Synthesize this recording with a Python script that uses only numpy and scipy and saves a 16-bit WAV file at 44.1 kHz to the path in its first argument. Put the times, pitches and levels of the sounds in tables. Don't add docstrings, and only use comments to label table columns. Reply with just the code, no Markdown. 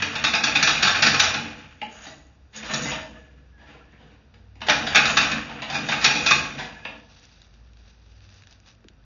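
import sys
import numpy as np
from scipy import signal
from scipy.fft import rfft, irfft, next_fast_len
from scipy.io import wavfile
from scipy.ndimage import uniform_filter1d, map_coordinates

SR = 44100
rng = np.random.default_rng(int(sys.argv[2]) if len(sys.argv) > 2 else 0)


def field_ratio(decibels):
    return 10 ** (np.asarray(decibels, dtype=float) / 20)


def log_audio(samples):
    frames = np.atleast_2d(samples).T
    limited = np.clip(frames, -1, 1)
    pcm = np.round(limited * 32767).astype(np.int16)
    wavfile.write(sys.argv[1], SR, pcm)


N = 399098

# centre [Hz], width [Hz], level [dB].
FRAME = [(141.3, 11, 0.5), (223.5, 22, -1.5), (295.2, 21, -5), (494, 38, -12), (641, 12, -7.5),
         (863, 43, 5.5)]
# centre [Hz], width [Hz], level [dB].
MOUTH = [(1113, 340, -3), (1700, 640, 1), (2200, 790, 0.5), (3040, 620, -2.5)]


def clanks():
    # start [s], peak [dB], low
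    # bars [dB], high bars [dB], chatter time [s].
    coil_blows = [(0.022, -7, -15, -20, 0.011), (0.153, -14.5, -13, -15.5, .027),
                  (0.239, -4, -16, -15, .03), (0.276, -16.5, -11.5, -10.5, 0.024),
                  (0.334, -6.5, -15, -17.5, .036), (0.35, -5.5, -18.5, -19, 0.018),
                  (0.436, -7, -12.5, -9, .026), (0.469, -8.5, -16, -21.5, .03),
                  (0.552, -0.5, -22.5, -18.5, 0.027), (0.627, -6.5, -11, -6.5, 0.022),
                  (0.673, -6.5, -9.5, -10, 0.016), (0.689, -10, -17.5, -11, .057),
                  (0.825, -7.5, -9, -6.5, 0.037), (0.869, -13.5, -3, -5, .045),
                  (0.952, -10, -15.5, -17.5, 0.028), (1.022, -5.5, -11.5, -8.5, .025),
                  (1.029, -8, -10, -10, .03), (1.062, -11, -4.5, -4, 0.042), (1.142, -8, -12.5, -14, .02),
                  (1.196, -3, -12.5, -9, 0.024), (1.234, -9, -14.5, -11.5, 0.041),
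                  (1.338, -12, -14.5, -19, 0.044),
                  (2.737, -19.5, -10, -5.5, 0.017), (4.696, -3, -11, -14.5, 0.022),
                   (4.947, -4, -13, -13, 0.02), (4.957, 2.5, -15, -26.5, 0.046),
                   (4.975, -11, -12, -20.5, 0.025), (5.054, -9.5, -13.5, -12, 0.022),
                   (5.169, -3, -9.5, -12, 0.028), (5.208, -13, -22, -12, 0.03),
                   (5.314, -12.5, -12.5, -18, 0.028), (5.725, -18.5, -13.5, -19, 0.019),
                   (5.742, -11.5, -14, -17, 0.044), (5.915, -8, -13, -25, 0.039),
                   (6.045, -0.5, -14.5, -11.5, 0.028), (6.109, -6, -20.5, -23.5, 0.021),
                   (6.15, -12.5, -22.5, -11.5, 0.051), (6.259, -4.5, -18.5, -12.5, 0.037),
                   (6.285, -10.5, -15.5, -16.5, .03), (6.309, 0, -12, -15, 0.021)]
    # centre [Hz], width [Hz], level [dB].
    low_bars = [(1078, 30, 3), (1332, 70, 2), (1395, 60, 1), (1636, 40, -4), (1795, 34, 5), (1624, 800, -2)]
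    mid_bars = [(2087, 22, 3), (2202, 24, -4), (2443, 36, 7.5), (2522, 32, 3), (2770, 80, -3),
                (2500, 1400, -7)]
    high_bars = [(3365, 36, 4), (3465, 55, 4), (3620, 50, 4), (3738, 32, 8), (4330, 150, -2), (4930, 55, 3),
                 (5560, 40, 2), (6040, 70, 1), (4450, 3200, -5)]
    events = framed(coil_blows, frame_db=-23.5)
    groups = [mid_bars, low_bars, high_bars, FRAME]
    struck = blows(events, groups, main_db=-12.5, spiky_db=4.5, room_db=-1.0, rise=0.002)
    buzz = gritty(mid_bars, grit_db=2.0)
    buzz = buzz + 0.17 * gritty(low_bars, grit_db=2.0)
    buzz = buzz + 0.34 * gritty(high_bars, grit_db=2.5)
    return struck + field_ratio(-10.5) * stirred(1, column=1) * buzz


def knocks():
    # start [s], peak [dB], hollow note [dB], bright edge [dB], chatter time [s].
    slap_events = [(1.815, -18, -17, -28.5, 0.022), (2.067, -36, -11, -6, 0.027),
                   (2.629, -24, -17.5, -28, 0.016), (2.857, -22.5, -13, -10, 0.022),
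                   (2.914, -15, -16, -17.5, 0.037), (3.747, -43, -6, -40, 0.016),
                   (3.925, -41, -17, -53, 0.061), (4.34, -42, -16, -17, 0.022),
                   (4.553, -44.5, -14, -15.5, 0.039), (4.605, -34.5, -18, -15.5, .03),
                   (4.616, -18, -16.5, -25, .022), (4.665, -20, -17, -13.5, 0.057),
                   (4.684, -3.5, -14.5, -22.5, 0.036), (4.868, -12, -17.5, -16.5, 0.025),
                   (5.492, -29.5, -5.5, -18, 0.055), (5.619, -16.5, -17.5, -21, 0.031),
                   (5.698, -18, -12.5, -13.5, 0.041), (5.886, -11, -15, -16.5, 0.044),
                   (6.851, -17, -19, -58, 0.022)]
    # start [s], peak [dB], hollow note [dB], bright edge [dB], chatter time [s].
    scuff_events = [
        (2.04, -32, -15.5, -21, 0.033),
        (2.522, -30, -20.5, -16, 0.15),
        (2.62, -28, -39, -12.5, 0.11),
        (2.685, -20, -16.5, -25, 0.044),
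        (3.57, -45.5, -10.5, -24.5, 0.16),
        (3.65, -39.5, -18, -22, 0.12),
        (3.97, -44.5, -15, -34, 0.16),
        (4.08, -48, -19, -19.5, 0.089),
        (6.0, -12.5, -32, -13.5, 0.098),
        (6.575, -19.5, -14.5, -18, 0.035),
    ]
    # centre [Hz], width [Hz], level [dB].
    hollow = [(578, 77, -4), (835, 310, 2)]
    # centre [Hz], width [Hz], level [dB].
    edge = [(4000, 2000, 8.5), (5100, 2700, -16.5), (7400, 990, -4.5)]
    groups = [MOUTH, hollow, edge, FRAME[:4]]
    slaps = blows(framed(slap_events, -30.5), groups, main_db=-11.0, spiky_db=4.0, room_db=1.5, rise=0.0012)
    scuffs = blows(framed(scuff_events, -34), groups, main_db=-11.5, spiky_db=0.0, room_db=2.0, rise=0.013)
    return slaps + scuffs


def drag():
    # centre [Hz], width [Hz], level [dB].
    rod = [(640, 150, 2), (1700, 1800, -5)]
    # centre [Hz], width [Hz], level [dB].
    sheath = [(6680, 520, 0), (4800, 6100, -14)]
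    # time of peak [s], peak [dB], rise [s], fall [s].
    slips = [
        (1.2, -32.5, 0.053, .1),
        (2.042, -36, 0.2, 0.17),
        (2.565, -28.5, 0.018, 0.1),
        (2.745, -21.5, 0.019, 0.056),
        (2.73, -36, 0.1, 0.35),
        (2.895, -24, 0.15, 0.084),
        (5.109, -26, 0.091, 0.14),
        (5.909, -44, .13, 0.26),
        (6.27, -31.5, .05, 0.15),
    ]
    # time of peak [s], peak [dB], rise [s], fall [s].
    moves = [
        (7.259, -53, 0.59, 0.31),
        (7.42, -59, 0.028, 0.076),
        (7.55, -63.5, 0.083, 0.081),
        (7.86, -60.5, 0.36, 0.42),
        (8.38, -53, 0.36, 0.17),
        (8.52, -53, 0.043, 0.062),
        (8.68, -50.5, 0.07, 0.083),
    ]
    # frequency [Hz], density [dB per Hz].
    cloth_colour = [(290, -35), (500, 1), (624, -15), (666, -2), (4350, 1), (6270, -3), (7000, -19.5),
                    (9100, -120)]
    rubbing = gritty(MOUTH, grit_db=2.0) + 0.5 * gritty(rod, grit_db=2.0)
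    scrape = field_ratio(-4) * stirred(1.0, column=2) * rubbing
    slipping = sum(hump(*row) for row in slips) + field_ratio(-17) * stirred(1.2, column=0)
    hiss = field_ratio(-11.0) * slipping * gritty(sheath, grit_db=3.0)
    frame_gain = field_ratio(-13.0 + 3.6 * wobble(10.0)) * stirred(0.66, column=3)
    frame = frame_gain * gritty(FRAME[:4], grit_db=0.0)
    cloth = field_ratio(-2.5) * sum(hump(*row) for row in moves) * noise(cloth_colour, grit_db=1.7)
    return scrape + hiss + cloth + frame


def rings():
    # start [s], level [dB], pitch [Hz], rise [s], t60 [s].
    sung_notes = [(1.3, -38, 855, 0.055, 1.2), (1.824, -22, 848, 0.006, 0.12), (2.795, -32, 1320, .004, .08),
                  (3.166, -47, 1250, .004, 0.076), (3.67, -46.5, 1360, .004, .1),
                  (3.74, -46, 1400, .004, .1), (3.81, -42, 1370, .004, 0.047), (3.05, -50, 1720, .08, 1.2),
                  (2.06, -46.5, 640, .02, 0.54), (2.081, -50.5, 1963, .02, 0.68),
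                  (2.699, -29.5, 1790, 0.012, 0.45), (2.7, -39, 634, 0.006, 0.83),
                  (2.702, -33.5, 3960, 0.0085, 0.48), (2.853, -26, 2034, 0.0044, 0.43),
                  (2.92, -34.5, 635, .015, 0.72), (2.929, -38, 1794, .02, 0.57),
                  (3.52, -51, 1660, 0.086, 0.85), (3.6, -55, 1740, .08, .9),
                  (6.74, -46.5, 1700, 0.057, 0.94)]
    # start [s], length [s], from [Hz], to [Hz], level [dB].
    tightening = (2.665, .085, 420, 900, -45)
    out, t = np.zeros(N + SR), np.arange(SR) / SR
    flutter = np.pad(wobble(60), (0, SR))
    drift = np.pad(wobble(90), (0, SR))
    for s, db, hz, rise, t60 in sung_notes:
        at = slice(round(s * SR), round(s * SR) + len(t))
        phase = 2 * np.pi * np.cumsum(hz * (1 + 0.012 * drift[at])) / SR
        decay = field_ratio(db + 4.5 * flutter[at] - 60 * t / t60)
        out[at] += decay * (1 - np.exp(-t / rise)) * (1 - t) * np.sin(phase)
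    s, length, from_hz, to_hz, db = tightening
    u = np.clip(t / length, 0, 1)
    phase = 2 * np.pi * np.cumsum(from_hz + (to_hz - from_hz) * u) / SR
    out[round(s * SR):][:SR] += field_ratio(db) * np.sin(np.pi * u) * np.sin(phase)
    return out[:N]


def ticks():
    # start [s], peak [dB], centre [Hz], length [s].
    faint_ticks = [(7.1966, -44, 4250, 0.012), (7.23, -43, 3390, 0.012), (7.253, -40, 4150, 0.012),
                   (7.4181, -36, 3550, 0.013), (7.446, -46, 3400, 0.013), (7.468, -50, 3680, 0.012),
                   (7.54, -43.5, 2440, 0.011), (7.675, -54, 2340, 0.011), (7.7339, -46, 3390, 0.013),
                   (7.771, -44.5, 2980, 0.02), (7.9, -52, 4300, 0.011), (8.0292, -54, 1450, 0.013),
                   (8.063, -45.5, 1193, 0.012), (8.1315, -50.5, 2690, 0.012), (8.1809, -52, 1200, 0.012),
                   (8.206, -44.5, 1930, 0.012), (8.291, -41, 1910, 0.012), (8.342, -39, 4320, 0.012),
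                   (8.422, -39, 2560, 0.012), (8.4717, -37, 1920, 0.012), (8.4962, -48, 2130, 0.012),
                   (8.5101, -38, 4420, 0.012), (8.6014, -42.5, 2530, 0.013), (8.662, -44.5, 2620, 0.014),
                   (8.6733, -41, 2760, 0.012), (8.7506, -48, 2910, 0.012), (8.806, -52.5, 1610, 0.013),
                   (8.8429, -44, 1560, 0.012), (8.885, -32.5, 2550, 0.0082), (8.935, -55, 1320, 0.012),
                   (9.04, -50, 2720, 0.012)]
    # start [s], peak [dB], centre [Hz], length [s].
    cracks = [(0.241, -13, 3500, .012), (2.632, -28, 2900, 0.031), (2.737, -13.5, 5200, .04),
              (3.922, -51, 2000, .03), (4.958, 3, 2500, .008), (2.745, -14, 5600, .05),
              (6.044, -1.5, 3620, .02), (6.308, -11, 4000, 0.018), (8.38, -47, 3900, .02),
              (8.436, -37.5, 2200, 0.022), (8.526, -36, 4000, .012), (8.679, -40, 4800, .012)]
    # start [s], peak [dB].
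    bump = [
        (8.847, -39.5),
        (8.868, -48),
        (8.9, -49),
    ]
    out, t = np.zeros(N + SR), np.arange(SR // 10) / SR
    for s, db, hz, length in [*faint_ticks, *cracks]:
        decay = field_ratio(-60 * t / max(length * 0.39, 0.002)) + 0.06 * field_ratio(-60 * t / 0.072)
        snap = rng.standard_normal(len(t)) * decay
        snap = filtered(snap, lambda f: resonances([(hz, hz, 0)], f))
        out[round(s * SR):][:len(t)] += field_ratio(db + 1.0) * snap / np.abs(snap).max()
    for s, db in bump:
        cycles = 420 * 0.0112 * (1 - np.exp(-t / 0.012)) + 90 * t
        envelope = field_ratio(db - 3.0 - 60 * t / 0.093) * (1 - np.exp(-t / 0.0022))
        out[round(s * SR):][:len(t)] += envelope * np.sin(2 * np.pi * cycles)
    return out[:N]


def drone():
    # time of peak [s], peak [dB], rise [s], fall [s], pitch [Hz].
    loads = [(0.9, -56.5, 1.2, 1.4, 68.3), (2.668, -49, 1.1, 1.3, 64.96), (3.33, -44, 1.5, 1.43, 60.5),
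             (4.54, -47.5, .5, 0.98, 60.3), (5.14, -49.5, .6, 1.3, 53.4), (6.5, -52.5, 1.5, 0.92, 53.8),
             (7.5, -46.5, 1.5, 0.99, 54.7), (8.101, -43.5, .8, 0.46, 56), (9.05, -48.5, 1.1, 0.94, 52.6),
             (0.0, -37, .3, 0.48, 97.6), (1.21, -35.5, .5, 0.43, 95.5), (4.409, -53.5, .3, 0.68, 97),
             (4.91, -43.5, .6, 0.35, 97), (6.399, -52, 1.5, 1.4, 97), (8.3, -49.5, .7, 0.86, 97)]
    # frequency [Hz], density [dB per Hz].
    rumble_colour = [(15, -30.5), (30, -10), (50, -2.5), (76, 2.5), (125, -9.5), (220, -15), (320, -27.5),
                     (480, -120)]
    # frequency [Hz], density [dB per Hz].
    air_colour = [(59, -32.5), (100, 1.5), (228, -8), (383, -17), (1060, -18), (5810, -30.5), (6820, -41),
                  (7400, -120)]
    t = np.arange(N) / SR
    drift = np.cumsum(2.8 * wobble(16)) / SR
    flutter = field_ratio(1.2 * wobble(5.8))
    notes = sum(hump(*row) * np.sin(2 * np.pi * (hz * t + drift)) for *row, hz in loads)
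    rumble_gain = field_ratio(-57) + field_ratio(-19.5) * stirred(0.85, column=0)
    return flutter * notes + rumble_gain * noise(rumble_colour) + field_ratio(-60.5) * noise(air_colour)


def framed(events, frame_db):
    return [(s, db, a, b, frame_db - 0.49 * db, chatter) for s, db, a, b, chatter in events]


def blows(events, groups, main_db, spiky_db, room_db, rise):
    out, t = np.zeros(N + SR), np.arange(SR // 6) / SR
    m = next_fast_len(SR * 2 // 3)
    f = np.fft.rfftfreq(m, 1 / SR)
    rows = []
    for g in groups:
        row = modes_at(g, f) / (1 + 1j * f / (2.9 * np.max(g))) ** 2
        rows.append(row * 1j * f / (0.53 * g[0][0] + 1j * f))
    for s, db, *rel_db, chatter in events:
        onset = rise * np.clip(chatter / 0.018, 0.7, 2.5)
        contact = rng.standard_normal(len(t)) * field_ratio(spiky_db * rng.standard_normal(len(t)))
        clumps = np.repeat(rng.standard_normal(len(t) // 70), 70)
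        contact = contact * field_ratio(0.99 * clumps)
        contact = contact * field_ratio(-60 * t / (2.79 * max(chatter, 0.02))) * (1 - np.exp(-(t / onset) ** 2))
        force, ring = rfft(contact, m), 0
        for row, level_db in zip(rows, [main_db, *rel_db]):
            part = force * (field_ratio(2 * rng.standard_normal(len(row))) @ row)
            early_rms = np.std(irfft(part, m)[:round(SR * (0.02 + onset))])
            ring = ring + part * field_ratio(db + level_db - 6) / early_rms
        room = rfft(tail(m - len(t)), m)
        start = round((s - 0.0015) * SR)
        out[start:][:m] += irfft(ring * (1 + field_ratio(room_db) * room), m)
    return out[:N]


def tail(size):
    # frequency [Hz], t60 [s].
    room_decay = [(100, 0.63), (300, 0.89), (800, 0.62), (2000, 0.39), (5000, 0.46)]
    hz, t, z = signal.stft(rng.standard_normal(size), SR, nperseg=256)
    decay = field_ratio(-60 * t / along(room_decay, hz)[:, None])
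    h = signal.istft(z * decay, SR, nperseg=256)[1][:size]
    h = h * np.clip(np.arange(size) / SR / 0.0076, 0, 1)
    return h / np.linalg.norm(h)


def stirred(grows, column):
    # time [s], effort [dB].
    hauls = [
        [(0.0, -30.5), (0.4, -31), (0.7, -23.5), (1.09, -25), (1.25, -22.5), (1.36, -29.5), (1.59, -43),
         (1.82, -56.5)],
        [(1.9, -55), (2.04, -48), (2.24, -66), (2.35, -74)],
        [(2.59, -57), (2.73, -30.5), (2.88, -32), (2.96, -32.5), (3.1, -48.5), (3.3, -59.5), (3.52, -72)],
        [(3.58, -62), (3.75, -57), (4.34, -74), (4.6, -83)],
        [(4.66, -45), (4.79, -30.5), (5.0, -26), (5.11, -19.5), (5.17, -25.5), (5.23, -20.5), (5.36, -25),
         (5.46, -36.5), (5.62, -38.5)],
        [(5.68, -36.5), (5.91, -30.5), (6.13, -29.5), (6.27, -27), (6.4, -28), (6.51, -36), (6.64, -38),
         (6.81, -47.5), (7.0, -55)],
    ]
    # loose coils [dB], scrape [dB], frame [dB].
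    stirs = [
        (2, -1.5, 1),
        (-26, 5, -4.5),
        (-32, 0.5, 4.5),
        (-30, -0.5, -6),
        (-9.5, -1.5, 3),
        (2.5, -2.5, 3),
    ]
    pivot_db = -29.5
    gain, t = 0, np.arange(0, N, 64) / SR
    for haul, stir in zip(hauls, stirs):
        effort_db = np.interp(t, *np.transpose(faded(haul)))
        level_db = pivot_db + grows * (effort_db - pivot_db) + (0, *stir)[column]
        gain = gain + (effort_db > -99) * field_ratio(level_db)
    return np.interp(np.arange(N) / SR, t, gain)


def faded(span):
    hush = [-100] * (len(span[0]) - 1)
    return [(span[0][0] - 0.01, *hush), *span, (span[-1][0] + 0.065, *hush)]


def hump(s, db, rise, fall):
    t = np.arange(0, N, 64) / SR - s
    slope = np.where(t < 0, -t / max(rise, 0.005), t / max(fall, 0.005))
    return np.interp(np.arange(N) / SR - s, t, field_ratio(db - 20 * slope))


def wobble(rate):
    return map_coordinates(rng.standard_normal(int(N * rate / SR) + 4), [np.arange(N) * rate / SR])


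def grains(grit_db):
    return rng.standard_normal(N) * field_ratio(grit_db * wobble(300) + grit_db * wobble(40))


def gritty(modes, grit_db):
    return unit(filtered(grains(grit_db), lambda f: resonances(modes, f)))


def noise(spectrum, grit_db=0):
    return unit(filtered(grains(grit_db), lambda hz: field_ratio(along(spectrum, hz))))


def modes_at(modes, f):
    c, w, db = np.transpose(modes)[:, :, None]
    sign = (-1.) ** np.arange(len(modes))[:, None]
    return sign * field_ratio(db) * 1j * f * w / (c * c - f * f + 1j * f * np.abs(w))


def resonances(modes, f):
    return modes_at(modes, f).sum(axis=0)


def filtered(x, response):
    m = next_fast_len(len(x) + SR // 2)
    return irfft(rfft(x, m) * response(np.fft.rfftfreq(m, 1 / SR)), m)[:len(x)]


def along(points, hz):
    f, v = np.transpose(points)
    return np.interp(np.log(hz + 1), np.log(f + 1), v)


def unit(x):
    return x / np.sqrt(np.mean(x ** 2) + 1e-20)


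def scene():
    return (clanks() + knocks() + rings() + drag() + ticks() + drone())[None]


def thinned(x, masked_db, from_hz):
    hz, _, z = signal.stft(x, SR, nperseg=4096)
    power = np.abs(z) ** 2
    band = uniform_filter1d(power, size=7, axis=0)
    around = uniform_filter1d(power, size=150, axis=0)
    keep = (band > around * field_ratio(2 * masked_db)) | (hz[:, None] < from_hz)
    return signal.istft(z * keep, SR, nperseg=4096)[1][:N]


def top_cut(x):
    return signal.sosfilt(signal.butter(12, 7860, fs=SR, output="sos"), x)


def record(dry):
    def heard(hz):
        comb = 1 - 0.27 * np.exp(-2j * np.pi * hz / 1054)
        return comb / (1 + (hz / 6945) ** 300)
    x = filtered(dry[0], heard)
    x = thinned(x, masked_db=-8, from_hz=2900)
    x = x / (1 + np.abs(x / 1.06) ** 6) ** (1 / 6)
    return top_cut(x[None])


dry = scene()
out = record(dry)
log_audio(out)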